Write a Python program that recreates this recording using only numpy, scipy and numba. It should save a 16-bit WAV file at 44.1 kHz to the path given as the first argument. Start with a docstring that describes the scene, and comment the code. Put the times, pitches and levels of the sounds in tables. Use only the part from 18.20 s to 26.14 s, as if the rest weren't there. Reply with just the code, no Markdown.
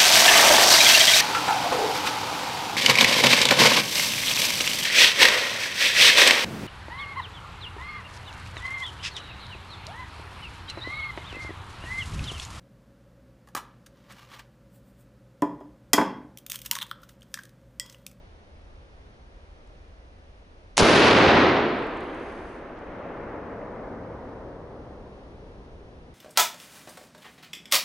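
"""A rifle shot in a winter wood

The lock strikes, the muzzle blast follows, and countless bare trunks scatter it back, duller the longer
the path; a far hillside answers later. A limiter holds the first part flat. Small ticks, a rustle and
faint whistles lie over the hush of the wood, all heard from the shooter's head."""
import sys
import numpy as np
from scipy import signal
from scipy.io import wavfile
from scipy.ndimage import uniform_filter1d
from numba import njit

SR = 44100
rng = np.random.default_rng(int(sys.argv[2]) if len(sys.argv) > 2 else 0)


def generate_wav(signal):
    """Clip the signal to [-1, 1] and save it as 16-bit WAV at the path in sys.argv[1]."""
    frames = np.transpose(np.atleast_2d(signal))
    scaled = np.clip(frames, -1, 1) * 32767
    pcm = np.round(scaled).astype(np.int16)
    wavfile.write(sys.argv[1], SR, pcm)


N = 350188

# Spectrum of the quiet wood: (frequency [Hz], relative density [dB])
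HUSH_SPECTRUM = [(12, -25.5), (20, -5.5), (60, -4.5), (83, -8), (100, -14), (140, -21.5), (250, -22.5),
                 (560, -22.5), (1080, -33.5), (3000, -41), (6200, -48), (7300, -59), (9000, -57),
                 (11000, -58.5)]
# Stereo width of the hush: (frequency [Hz], side minus mid [dB])
HUSH_WIDTH = [(60, -22), (110, -17), (190, -5.5), (350, -7), (620, -4.5), (1120, 4.5), (2020, 3.5),
              (3620, 1.5), (6510, -3.5), (11700, -8)]
# Far whistles, perhaps a bird: (time [s], duration [s], pitch [Hz], level [dB])
WHISTLE_NOTES = [(1.44, 0.13, 2520, -73), (1.63, .06, 2430, -71), (1.79, .07, 2010, -69),
                 (1.91, 0.064, 2020, -72)]
# Spectrum of the rustle: (frequency [Hz], relative level [dB])
RUSTLE_SPECTRUM = [(3000, -20), (4200, -5), (4600, 8), (5000, 0), (6000, -2.5), (6400, 5), (6900, -8.5),
                   (8600, -3), (9400, -6), (10300, -4), (11000, -4)]
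# A click, then dry ticks: (time [s], level [dB], centre [Hz], bandwidth [Hz], left minus right [dB])
TICK_BURSTS = [(1.4735, -56, 5000, 9000, -1), (3.1494, -48, 10400, 800, -27), (3.3494, -57, 10700, 1200, 2),
               (3.3967, -48, 5500, 1994, 4.5), (3.4894, -57, 9000, 5000, 0), (3.5583, -59, 8500, 3000, 3),
               (3.5892, -54, 8900, 2500, 4), (3.63, -55, 9470, 4000, 1), (3.6691, -52, 7500, 6000, -1),
               (3.7719, -51, 6000, 3500, 0), (3.806, -51, 8450, 6000, 1), (3.8394, -59, 8500, 4000, 1),
               (3.9464, -54, 6520, 6000, 1), (4.0494, -62, 6470, 2000, 1), (4.1205, -54, 7500, 5000, 2),
               (4.5734, -62.5, 5000, 3000, 17), (4.5894, -60, 5480, 3500, 1)]
# Spectrum of the echoes before absorption: (frequency [Hz], relative density [dB])
ECHO_SPECTRUM = [(20, -39.5), (45, -30.5), (75, -10.5), (110, -10.5), (160, -10.5), (250, -5.5),
                 (450, -6.5), (720, -8.5), (1400, -11), (2500, -13), (4500, -17), (6400, -24),
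                 (7400, -31.5), (9500, -32), (11000, -28.5), (12000, -40.5)]
# Stereo width of the echoes: (frequency [Hz], side minus mid [dB])
ECHO_WIDTH = [(60, -20.5), (190, -22.5), (350, -22.5), (500, -15), (700, -12.5), (1120, -8.5), (3620, -9),
              (11700, -9)]
# Absorption by air and bark: (frequency [Hz], loss with travel time [dB/s])
ABSORPTION = [(500, 0.5), (1000, 1.5), (2000, 4.5), (4000, 14), (6000, 28), (8000, 40.5), (11000, 58)]
# Envelopes of the hillside echo and the trunk echo: (time [s], level [dB])
HILLSIDE_ENVELOPE = [(4.0, -55), (4.5, -44.5), (4.78, -39), (4.9, -37.5), (5.2, -37.5), (5.75, -38.5),
                     (6.4, -42), (7.08, -48), (7.94, -53)]
TRUNK_ENVELOPE = [(2.6, -14.5), (2.63, -6), (2.8, -9), (3.09, 1), (3.22, -17), (3.5, -26.5), (3.7, -32.5),
                  (3.95, -36), (4.45, -43), (5.2, -59)]
# Tone of each echo at its start and its drift, before weighting by frequency; boom is a hollow hump:
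# (bass [dB], drift [dB/s], treble [dB], drift [dB/s], boom [dB], growth [dB/s], boom centre [Hz],
# glide [octaves/s], left minus right [dB])
HILLSIDE_TONE = (-2.5, 4.5, 4.5, -2.8, 3.5, 0.17, 602, -0.12, 1)
TRUNK_TONE = (1.5, -4.5, -1.5, 0.9, 3, 1, 370.5, -0.04, -0.13)
# Waves off the ground and nearest trunks: (time [s], level [dB], duration [s], left minus right [dB])
EARLY_REFLECTIONS = [(2.58, -7.5, 0.00097, -2), (2.598, -3.5, 0.0011, 0.5), (2.606, -1.5, 0.0012, 3.5),
                     (2.6137, -5.5, 0.0025, -9.5), (2.623, -1.5, .004, 0), (2.634, 7, 0.0018, -5),
                     (2.64, -27, 0.0024, -6), (2.698, 0.5, 0.00067, -0.5), (2.769, 0, 0.0012, -1),
                     (2.895, -11, 0.0005, -5), (2.93, 1, 0.0004, 4), (2.987, 16, 0.0003, -3)]
# Noise bursts of lock and muzzle: (time [s], level [dB], centre [Hz], bandwidth [Hz], 60 dB decay [s])
SHOT_BURSTS = [(2.568, -28, 2945, 6004, 0.06), (2.5692, -20.5, 5000, 10000, 0.062),
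               (2.5712, -10, 4495, 8000, 0.012), (2.579, -0.5, 4500, 8000, 0.021),
               (2.579, -2, 1821, 2522, 0.011), (2.582, -6.5, 4000, 4465, 0.5)]

SHOT_S = 2.5785
HUSH_DB, SWELL_STEP_S = -49, .4
RUSTLE_DB, RUSTLE_PEAK_S, RUSTLE_STOP_S = -62.5, 4.1, 4.36
CRACKLE_DB, CRACKLE_FADE_S, SURGE_DB, BOOM_OCTAVES = 1.5, 0.79, 0.5, 0.3
BASS_BUILD_S, TREBLE_BUILD_S = .02, 0.054
LIMIT_DB, ATTACK_S, RELEASE_S, CUTOFF_HZ = -8, 0.00041, 0.018, 11100


def undb(db):
    """Amplitude ratio of a level in decibels."""
    return 10 ** (np.asarray(db) / 20)


def on_hz(table, hz):
    """A spectrum interpolated on a log-frequency axis, as a column."""
    f, value = np.transpose(table)
    return np.interp(np.log(hz + 1), np.log(f + 1), value)[:, None]


def pan(sound, pan_db):
    """A level difference between the channels gives a sound its direction."""
    return sound * undb(np.array([[pan_db], [-pan_db]]) / 2)


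def add(out, s, sound, db, pan_db=0):
    """Superposition: a short sound joins the mix at time s."""
    i = int(s * SR)
    out[:, i:i + sound.shape[-1]] += pan(sound, pan_db) * undb(db)


def flutter(count, span):
    """A moving average turns white noise into a slow fluctuation of unit variance."""
    return uniform_filter1d(rng.standard_normal(count), size=span) * np.sqrt(span)


def shaped_noise(gain_db, size, lean=0., grain_db=0.):
    """Short-time filtering: gain_db(hz, t) gives mid and side levels; left and right come out."""
    grains = undb(grain_db * np.repeat(rng.exponential(size=N // 32 + 1), 32)[:N])
    grains /= np.sqrt(uniform_filter1d(grains ** 2, size=8192))
    noise = rng.standard_normal((2, N)) * grains
    frames = dict(fs=SR, nperseg=size, noverlap=size * 3 // 4)
    hz, t, (mid, side) = signal.stft(noise, **frames)
    # a side part a quarter cycle off the mid makes one channel lead
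    side = np.sqrt(1 - lean ** 2) * side + 1j * lean * mid
    spectra = np.array([mid, side]) * undb(gain_db(hz, t))
    mid, side = signal.istft(spectra, **frames)[1][:, :N]
    return np.array([mid + side, mid - side])


def burst(hz, width_hz, t60):
    """A transient: 30 ms of exponentially damped band noise, with peak 1."""
    t = np.arange(int(.03 * SR)) / SR
    edges = np.clip([hz - width_hz / 2, hz + width_hz / 2], 100, 16000)
    band = signal.butter(2, edges, "band", fs=SR, output="sos")
    mid, side = signal.sosfilt(band, rng.standard_normal((2, len(t))))
    puff = np.array([mid + .2 * side, mid - .2 * side]) * undb(-60 * t / t60)
    return puff / np.abs(puff).max()


def hush():
    """Ambient noise of the wood: random amplitude modulation makes its low rumble swell and sink."""
    def gain_db(hz, t):
        gust = on_hz([(80, 0.77), (200, .3)], hz) * flutter(len(t), 8)
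        drift = np.interp(t, np.arange(len(t)) * SWELL_STEP_S, rng.standard_normal(len(t)))
        swell = on_hz([(70, 0.55), (110, 0.22)], hz) * (drift - drift.mean())
        mid = on_hz(HUSH_SPECTRUM, hz) + gust + swell
        return np.array([mid, mid + on_hz(HUSH_WIDTH, hz)])
    sound = shaped_noise(gain_db, size=4096, lean=.3)
    return sound * undb(HUSH_DB) / sound.mean(axis=0).std()


def whistles():
    """Pure tones under smooth envelopes, each gliding slightly down in frequency."""
    out = np.zeros((2, N))
    for s, length, hz, db in WHISTLE_NOTES:
        t = np.arange(int(length * SR)) / SR
        phase = 2 * np.pi * hz * t * (1 - .01 * t / length)
        add(out, s, np.sin(phase) * np.hanning(len(t)), db)
    return out


def rustle():
    """Grainy friction noise, as of cloth settling after the shot."""
    def gain_db(hz, t):
        rise = 16 * np.maximum(RUSTLE_PEAK_S - t, 0)  # slopes in dB/s
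        sag = 9 * np.maximum(t - RUSTLE_PEAK_S, 0)
        stop = 148 * np.maximum(t - RUSTLE_STOP_S, 0)
        mid = on_hz(RUSTLE_SPECTRUM, hz) + RUSTLE_DB - 99 * (t < SHOT_S) - rise - sag - stop
        return np.array([mid, mid - 4])
    return shaped_noise(gain_db, size=512, grain_db=1.5)


def ticks():
    """Fast-decaying transients: one faint, sharp click before the shot, then small dry ticks after it."""
    out = np.zeros((2, N))
    for s, db, hz, width_hz, pan_db in TICK_BURSTS:
        add(out, s, burst(hz, width_hz, t60=0.014), db, pan_db)
    return out


def scattered_echo(envelope, tone):
    """Scattering merges many returns into noise; absorption takes more treble the longer the path."""
    times, levels = np.transpose(envelope)
    bass_db, bass_drift, treble_db, treble_drift, boom_db, boom_growth, boom_hz, glide, pan_db = tone

    def gain_db(hz, t):
        colour = on_hz(ECHO_SPECTRUM, hz)
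        mid_band = (hz > 250) & (hz < 1000)  # the envelope refers to this band's power
        colour -= 10 * np.log10(np.sum(undb(2 * colour[mid_band])) / len(hz))
        level = np.interp(t, times, levels, right=-150)
        age = np.maximum(t - times[0], 0)
        bass = on_hz([(60, 1.2), (130, 0.78), (300, 0.11)], hz) * (bass_db + bass_drift * age)
        treble = on_hz([(700, 0.051), (3000, 0.63)], hz) * (treble_db + treble_drift * age)
        absorbed = on_hz(ABSORPTION, hz) * np.maximum(t - SHOT_S, 0)
        octaves_off = np.log2((hz[:, None] + 1) / boom_hz) - glide * age
        boom = (boom_db + boom_growth * age) * np.exp(-(octaves_off / BOOM_OCTAVES) ** 2)
        # trunks stand unevenly, so the returns come in surges
        surge = SURGE_DB * on_hz([(200, .3), (2000, 1)], hz) * flutter(len(t), 3)
        mid = colour + level + bass + treble - absorbed + boom + surge
        return np.array([mid, mid + on_hz(ECHO_WIDTH, hz)])

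    # single near trunks stand out; far ones blur together
    delay = np.arange(N) / SR - SHOT_S
    crackle_db = CRACKLE_DB * np.exp(-(delay / CRACKLE_FADE_S) ** 2)
    return pan(shaped_noise(gain_db, size=1024, grain_db=crackle_db), pan_db)


def hillside_echo():
    """Propagation delay: the far hillside is silent until its first return arrives."""
    arrived = np.arange(N) / SR > HILLSIDE_ENVELOPE[0][0]
    return scattered_echo(HILLSIDE_ENVELOPE, HILLSIDE_TONE) * arrived


def trunk_echo():
    """Reverberation builds up as returns from the trunks gather, the bass sooner than the treble."""
    delay = np.maximum(np.arange(N) / SR - SHOT_S, 0)
    echo = scattered_echo(TRUNK_ENVELOPE, TRUNK_TONE)
    bass = signal.sosfilt(signal.butter(2, 1500, fs=SR, output="sos"), echo)
    treble = echo - bass
    return bass * (1 - np.exp(-delay / BASS_BUILD_S)) + treble * (1 - np.exp(-delay / TREBLE_BUILD_S))


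def early_reflections():
    """The ground and nearest trunks reflect the blast as separate N-shaped pressure waves."""
    out = np.zeros((2, N))
    for s, db, length, pan_db in EARLY_REFLECTIONS:
        wave = np.linspace(1, -1, int(length * SR))
        rounded = np.convolve(wave, np.hanning(9) / 4)  # rough bark rounds the fronts
        add(out, s, rounded, db, pan_db)
    return out


def recoil():
    """Structure-borne sound: recoil shakes the microphones with one low pulse."""
    out = np.zeros((2, N))
    add(out, s=2.618, sound=-np.hanning(int(.028 * SR)), db=-12, pan_db=2)
    return out


def shot():
    """Brief impulses have broad spectra: the lock strikes, then the blast leaves the muzzle."""
    out = np.zeros((2, N))
    for s, db, hz, width_hz, t60 in SHOT_BURSTS:
        add(out, s, burst(hz, width_hz, t60), db)
    return out


def scene():
    """Direct sound, reflections and background superpose at the microphones."""
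    rifle = shot() + recoil() + early_reflections() + trunk_echo() + hillside_echo()
    return rifle + rustle() + ticks() + whistles() + hush()


@njit
def follow(peak, attack, release):
    """An envelope follower climbs quickly towards each peak and sinks back slowly."""
    level, out = 0., np.empty(len(peak))
    for i in range(len(peak)):
        level += (peak[i] - level) * (attack if peak[i] > level else release)
        out[i] = level
    return out


def record(dry):
    """A limiter's finite attack lets fronts overshoot into soft saturation; a low-pass cuts the top."""
    envelope = follow(np.abs(dry).max(axis=0), 1 / (ATTACK_S * SR), 1 / (RELEASE_S * SR))
    gain = np.minimum(1, undb(LIMIT_DB) / (envelope + 1e-9))
    low_pass = signal.ellip(9, .2, 45, CUTOFF_HZ, fs=SR, output="sos")
    return signal.sosfilt(low_pass, np.tanh(dry * gain))


dry = scene()
out = record(dry)
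generate_wav(out)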